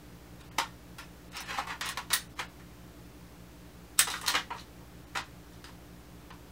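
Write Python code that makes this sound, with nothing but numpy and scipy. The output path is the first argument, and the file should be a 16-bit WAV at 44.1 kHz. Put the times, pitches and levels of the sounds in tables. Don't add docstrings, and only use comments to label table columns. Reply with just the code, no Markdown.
import sys
import numpy as np
from scipy import signal
from scipy.fft import rfft, irfft, next_fast_len
from scipy.io import wavfile
from scipy.ndimage import map_coordinates

SR = 44100
rng = np.random.default_rng(int(sys.argv[2]) if len(sys.argv) > 2 else 0)


def gain_from_db(level_db):
    decades = np.asarray(level_db, float) / 20
    return 10 ** decades


def unload_wav(signal):
    wavfile.write(
        sys.argv[1],
        SR,
        np.round(np.clip(np.atleast_2d(signal).T, -1, 1) * 32767).astype(np.int16),
    )


N = 287266

# frequency in Hz, width in Hz, level in dB.
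BUTT_MODES = [(283, 125, -11), (518, 94, -6.5), (735, 130, -3.5), (997, 200, 4), (1220, 420, -7)]
FORE_END_MODES = [(1398, 183, 1), (1820, 304, 3.5), (2670, 1050, -5.5)]
RECEIVER_MODES = [(2970, 370, -5), (3567, 294, 2.5), (3966, 590, -1), (4880, 277, 0.5), (5320, 1300, -5)]
BOLT_MODES = [(6230, 1430, -8), (8430, 1150, -1), (9550, 900, -0.5)]
CATCH_MODES = [(10200, 2300, -0.5), (13600, 3700, 2.5), (15200, 1360, 7.5)]
PARTS = BUTT_MODES, FORE_END_MODES, RECEIVER_MODES, BOLT_MODES, CATCH_MODES


def steel_snaps():
    # time in seconds, receiver in dB, butt in dB re receiver, bolt in dB re receiver,
    # catch in dB re bolt.
    snaps = [(0.9837, -43, -6, 1, -6), (1.3178, -49.5, -3, 0, -12), (1.367, -35, -12, -3, -1.5),
             (1.4041, -44, 2.5, 5, 0), (1.8095, -25.5, -5.5, -8.5, -4), (1.8576, -39.5, -16, 4.5, -2.5),
             (1.889, -29, -15, -1.5, -5), (1.9723, -28.5, -1.5, -10.5, -4), (2.1027, -31, -3.5, -13, -7),
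             (2.1309, -18.5, -19, -1.5, -5), (2.1355, -24.5, -14, 8, 0.5), (3.9906, -13, -17.5, 1.5, -3),
             (4.1012, -27, -28, -4.5, -16), (4.2131, -38.5, -7, 3, -7), (4.2625, -26, -24, -10, -5),
             (4.2754, -27, -2.5, -4, -12), (4.2802, -20.5, -12.5, -8, 1.5), (4.351, -19.5, -8.5, -32, 1.5),
             (4.5828, -39, -20, -23, -9), (4.5967, -44, -30, -21, -11), (5.1714, -25.5, -5, -12.5, -24),
             (5.641, -38.5, -17, -9.5, -14)]
    contact_s = 0.0014
    rows = []
    for start_s, receiver_db, butt_db, bolt_db, catch_db in snaps:
        fore_end_db = -0.44 + 0.34 * butt_db
        others_db = np.array([fore_end_db, 0, bolt_db, bolt_db + catch_db]) - butt_db
        rows.append((start_s, receiver_db + butt_db, *others_db, contact_s))
    return contacts(rows, rise=2.1)


def stock_knocks():
    # time in seconds, butt in dB, fore-end in dB re butt, receiver in dB re butt,
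    # contact in seconds.
    knocks = [(0.512, -59, 8, -6, 0.0032), (0.584, -22, -1.5, 0.5, 0.002), (1.582, -28.5, -6, -11, 0.0046),
              (1.671, -35, -4, -6, 0.0026), (1.987, -57, -5, -15, 0.0031), (2.391, -31, 5, -2.5, 0.0045),
              (2.596, -59, 8, 3, 0.0031), (4.073, -29.5, -5, -3, 0.0019), (4.138, -31.5, 2, -10, 0.0022),
              (4.231, -37.5, -10, -12, 0.0024), (4.338, -27.5, 4.5, -7, 0.0067),
              (4.504, -33.5, -2.5, -25, 0.0034), (4.562, -49, -19, 0, 0.0023),
              (4.806, -51, -13, -14, 0.0031), (5.151, -31.5, 4.5, -4, 0.0061),
              (5.682, -50.5, -1, -1, 0.0039), (6.304, -41, -4, -7, 0.0022)]
    dull_db_per_ms, catch_re_bolt_db, lead_s = -1, -8, 0.0012
    rows = []
    for time_s, butt_db, fore_end_db, receiver_db, contact_s in knocks:
        bolt_db = -6 + receiver_db + dull_db_per_ms * 1000 * contact_s
        catch_db = bolt_db + catch_re_bolt_db
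        rows.append((time_s - lead_s, butt_db, fore_end_db, receiver_db, bolt_db, catch_db, contact_s))
    return contacts(rows, rise=0.69)


def contacts(rows, rise):
    out, t = np.zeros(N + SR), np.arange(2048) / SR
    for start_s, butt_db, *others_db, contact_s in rows:
        u = t / np.clip(contact_s, 3e-4, 0.008)
        force = rattle((1 - np.exp(-rise * u)) * np.exp(-u))
        start = round(start_s * SR)
        for modes, re_butt_db in zip(PARTS, [0, *others_db]):
            sound = ringing(force, modes)
            peak = np.abs(sound).max()
            out[start:start + len(t)] += gain_from_db(butt_db + re_butt_db) * sound / peak
    return out[:N]


def rattle(shape, count=12):
    force = rng.standard_normal(len(shape)) * shape
    for _ in range(count):
        spectrum = rfft(force)
        flat = spectrum / (np.abs(spectrum) + 1e-12)
        force = irfft(flat, len(shape)) * np.linalg.norm(shape)
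        force = np.clip(force, -2 * shape, 2 * shape)
    return force


def single_rings():
    # time in seconds, peak level in dB, frequency in Hz, t60 in seconds.
    modes = [(0.5845, -21, 913, 0.037), (0.585, -27.5, 1480, .02), (0.585, -21.5, 1830, 0.034),
             (0.9835, -41.5, 5200, .06), (0.99, -43, 1500, .03), (0.984, -46, 2560, .04),
             (1.3683, -29, 5320, 0.015), (1.396, -33, 5900, .012), (1.584, -23.5, 855, 0.016),
             (1.9725, -30, 965, 0.025), (2.1326, -20, 4500, 0.012), (2.135, -20.5, 1880, 0.018),
             (2.392, -34, 1870, .035), (3.9913, -7.5, 8300, 0.007), (3.992, -21, 1810, 0.019),
             (3.992, -25, 6360, .06), (4.072, -20, 1230, 0.013), (4.141, -21, 1370, 0.014),
             (4.2807, -21, 4146, 0.025), (4.2807, -24, 6470, 0.015), (4.281, -23, 8400, .016),
             (4.352, -19.5, 1606, 0.029), (4.353, -16, 3000, 0.0076), (4.505, -36, 950, .025),
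             (4.596, -40, 4300, .012), (5.156, -26.5, 1056, .025), (5.642, -40, 1340, 0.021),
             (5.642, -37, 4900, .007)]
    damped_s, damped_cycles, onset_s = 0.045, 20, 0.00033
    out, t = np.zeros(N), np.arange(SR // 5) / SR
    onset = 1 - np.exp(-t / onset_s)
    for start_s, peak_db, hz, t60_s in modes:
        t60_s = min(t60_s, damped_s, damped_cycles / hz + 0.0025 * hz / 250)
        decay = gain_from_db(peak_db - 2 - 60 * t / t60_s)
        start = round(start_s * SR)
        out[start:start + len(t)] += decay * np.sin(2 * np.pi * hz * t) * onset
    return out


def bolt_sliding():
    # start in seconds, speeding up in seconds,
    # slowing down in seconds, butt in dB, receiver in dB re butt.
    draw = [(0.39, 0.017, 0.072, -66, 9.5), (.578, 0.0075, .004, -35, 5), (.981, .004, 0.062, -49.5, 2),
            (1.31, 0.05, 0.062, -46, 4), (1.36, 0.048, 0.11, -51.5, 2), (1.44, 0.064, 0.048, -41, -4),
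            (1.51, 0.032, 0.057, -41.5, -3), (1.555, 0.028, 0.049, -34, -4),
            (1.667, 0.0036, 0.058, -41.5, -4.5), (1.672, 0.028, .075, -40.5, -7),
            (1.815, 0.026, 0.054, -40.5, -1), (1.84, 0.044, .07, -43, 2), (2.103, 0.005, 0.033, -37.5, -5),
            (2.112, 0.021, 0.0033, -40.5, 9), (2.35, 0.05, 0.0048, -43.5, 1.5)]
    push = [(3.972, 0.024, .004, -43.5, 16), (4.076, 0.0023, 0.027, -38, 1), (4.095, .022, .04, -49, 15),
            (4.14, 0.0033, 0.028, -39, 0.5), (4.15, 0.02, 0.042, -58, 13.5),
            (4.222, 0.014, 0.037, -41.5, -8), (4.285, 0.0044, 0.069, -34.5, 1),
            (4.35, 0.0056, 0.094, -45, 0.5), (4.505, 0.0039, 0.1, -41, -17),
            (4.56, 0.027, 0.033, -59.5, 12.5), (5.5, .04, .06, -72, 12), (5.64, .004, .07, -60, 4.5)]
    grains_per_s, size_db, judder_db, catch_db = 4000, 2, 2.5, -5
    rise_power, fall_power, trim_db = 2.47, 2.65, -9
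    t, out = np.arange(N) / SR, np.zeros(N)

    caught = rng.random(N) < grains_per_s / SR
    grains = caught * rng.standard_normal(N) * gain_from_db(size_db * rng.exponential(size=N))
    judder = map_coordinates(rng.standard_normal(N // 300 + 4), [np.arange(N) / 300])
    force = grains * gain_from_db(judder_db * judder)
    butt, fore_end, receiver, bolt, catch = (unit(ringing(force, modes)) for modes in PARTS)
    steel = bolt + gain_from_db(catch_db) * catch

    # dB re butt, share of the receiver's dB that is followed
    for strokes, fore_end_rule, bolt_rule in ((draw, (4.7, 0.32), (-11.5, 1.5)),
                                              (push, (-0.9, 0.25), (-8.5, 0.99))):
        for start_s, up_s, down_s, butt_db, receiver_db in strokes:
            span = slice(round(start_s * SR), round((start_s + up_s + down_s) * SR))
            u = t[span] - start_s
            rising = np.abs(np.sin(np.pi / 2 * u / up_s)) ** rise_power
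            falling = np.abs(np.cos(np.pi / 2 * (u - up_s) / down_s)) ** fall_power
            rubbing = np.where(u < up_s, rising, falling)
            mix = butt[span] + gain_from_db(receiver_db) * receiver[span]
            mix += gain_from_db(follow(fore_end_rule, receiver_db)) * fore_end[span]
            mix += gain_from_db(follow(bolt_rule, receiver_db)) * steel[span]
            out[span] += gain_from_db(butt_db + trim_db) * rubbing * mix
    return out


def follow(rule, db):
    offset_db, share = rule
    return offset_db + share * db


def ringing(x, modes, reach=2.5):
    hz, width_hz, db = np.transpose(modes)[:, :, None]
    gain = gain_from_db(db) * (-1.) ** np.arange(len(modes))[:, None]
    top_hz = reach * hz.max()

    def response(f):
        fall = top_hz ** 2 / (top_hz ** 2 - f * f + 1j * f * top_hz * np.sqrt(2))
        damping = 1j * f * width_hz
        return fall * np.sum(gain * damping / (hz * hz - f * f + damping), axis=0)

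    return filtered(x, response)


def unit(x):
    return x / np.sqrt(np.mean(x ** 2) + 1e-20)


def filtered(x, response):
    m = next_fast_len(len(x) + 4096)
    return irfft(rfft(x, m) * response(np.fft.rfftfreq(m, 1 / SR)), m)[:len(x)]


def room(x, t60_s=0.2, treble_t60_s=0.14, gap_s=0.00023, size=2048):
    t = np.arange(SR // 4) / SR
    blocks = np.pad(x, (0, -N % size)).reshape(-1, size)
    noise = rng.standard_normal((len(blocks), len(t)))
    low = signal.sosfilt(signal.butter(2, 9000, fs=SR, output="sos"), noise)
    tails = low * gain_from_db(-60 * t / t60_s) + (noise - low) * gain_from_db(-60 * t / treble_t60_s)
    tails *= 1 - np.exp(-(t / gap_s) ** 2)
    wet = signal.fftconvolve(blocks, tails / np.linalg.norm(tails[0]), axes=1)
    where = np.arange(len(blocks))[:, None] * size + np.arange(wet.shape[1])
    return np.bincount(where.ravel(), wet.ravel())[:N]


def background():
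    # multiple of shaft, multiple of fan, multiple of mains, rms level in dB.
    hum = [(1, 0, 0, -59), (2, 0, 0, -61), (3, 0, 0, -62), (4, 0, 0, -75), (5, 0, 0, -69), (0, 1, 0, -61),
           (0, 2, 0, -74), (0, 0, 1, -68), (0, 0, 3, -71), (1, 0, 1, -61), (1, 0, 2, -63)]
    # frequency in Hz, density in dB per Hz.
    air_spectrum = [(20, -19), (50, -12), (65, -14), (90, -16), (125, 0.5), (190, -6.5), (330, -5),
                    (420, -7.5), (700, -11), (1500, -16), (3000, -21), (6000, -24.5), (10000, -28.5),
                    (15500, -27)]
    shaft_hz, fan_hz, mains_hz, duct_hz = 57.495, 69.11, 120.15, 153.4
    t, tones = np.arange(N) / SR, np.zeros(N)
    for shaft, fan, mains, rms_db in hum:
        tone_hz = shaft * shaft_hz + fan * fan_hz + mains * mains_hz
        tones += np.sqrt(2) * gain_from_db(rms_db) * np.sin(2 * np.pi * (tone_hz * t + rng.random()))
    duct = gain_from_db(-68) * np.sin(2 * np.pi * duct_hz * t)
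    hz, db = np.transpose(air_spectrum)
    air = filtered(rng.standard_normal(N), lambda f: gain_from_db(np.interp(np.log(f + 1), np.log(hz), db)))
    return gain_from_db(0.5) * tones + duct + gain_from_db(-54.5) * unit(air)


def scene():
    rifle = gain_from_db(-0.5) * steel_snaps() + gain_from_db(-1) * stock_knocks() + single_rings() + bolt_sliding()
    return (rifle + gain_from_db(3.5) * room(rifle) + background())[None]


def band_dropouts(x, band_hz=450, thin_hz=4000, size=2048):
    # frame centre in seconds, lower limit in Hz, share of bands kept (0-1),
    # window flatness (no unit).
    dropouts = [(.43, 1800, .6, 2), (.503, 1500, .5, 40), (1.302, 2500, .5, 3), (1.346, 5000, .6, 2),
                (1.39, 7000, .6, 2), (1.445, 4000, .8, 30), (1.835, 8800, .05, 20), (1.945, 5000, .7, 2),
                (2.285, 2500, .5, 2), (2.35, 1500, .5, 2), (2.478, 5000, .3, 2), (4.525, 5000, .5, 6),
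                (4.589, 6500, .5, 2), (5.058, 1500, .7, 2), (5.23, 6500, .3, 2), (6.316, 5000, .3, 2)]
    x, hz = x.copy(), np.fft.rfftfreq(size, 1 / SR)
    band = (hz / band_hz).astype(int)
    for centre_s, above_hz, kept, flatness in dropouts:
        window = signal.windows.kaiser_bessel_derived(size, flatness)
        centre = round(centre_s * SR)
        frame = slice(centre - size // 2, centre + size // 2)
        chance_kept = kept * np.exp((above_hz - band * band_hz) / thin_hz)
        lost = (rng.random(size)[band] > chance_kept) & (hz > above_hz)
        fade = 1 - np.sqrt(1 - window ** 2)
        x[frame] -= fade * irfft(rfft(x[frame]) * lost)
    return x


def top_cut(x):
    return signal.sosfilt(signal.butter(12, 16810, fs=SR, output="sos"), x)


def record(dry):
    top_hz, offset = 15750, 0.0007
    limited = filtered(dry[0], lambda hz: 1 / np.sqrt(1 + (hz / top_hz) ** 400))
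    mix = band_dropouts(limited + offset)[None]
    return top_cut(mix)


dry = scene()
out = record(dry)
unload_wav(out)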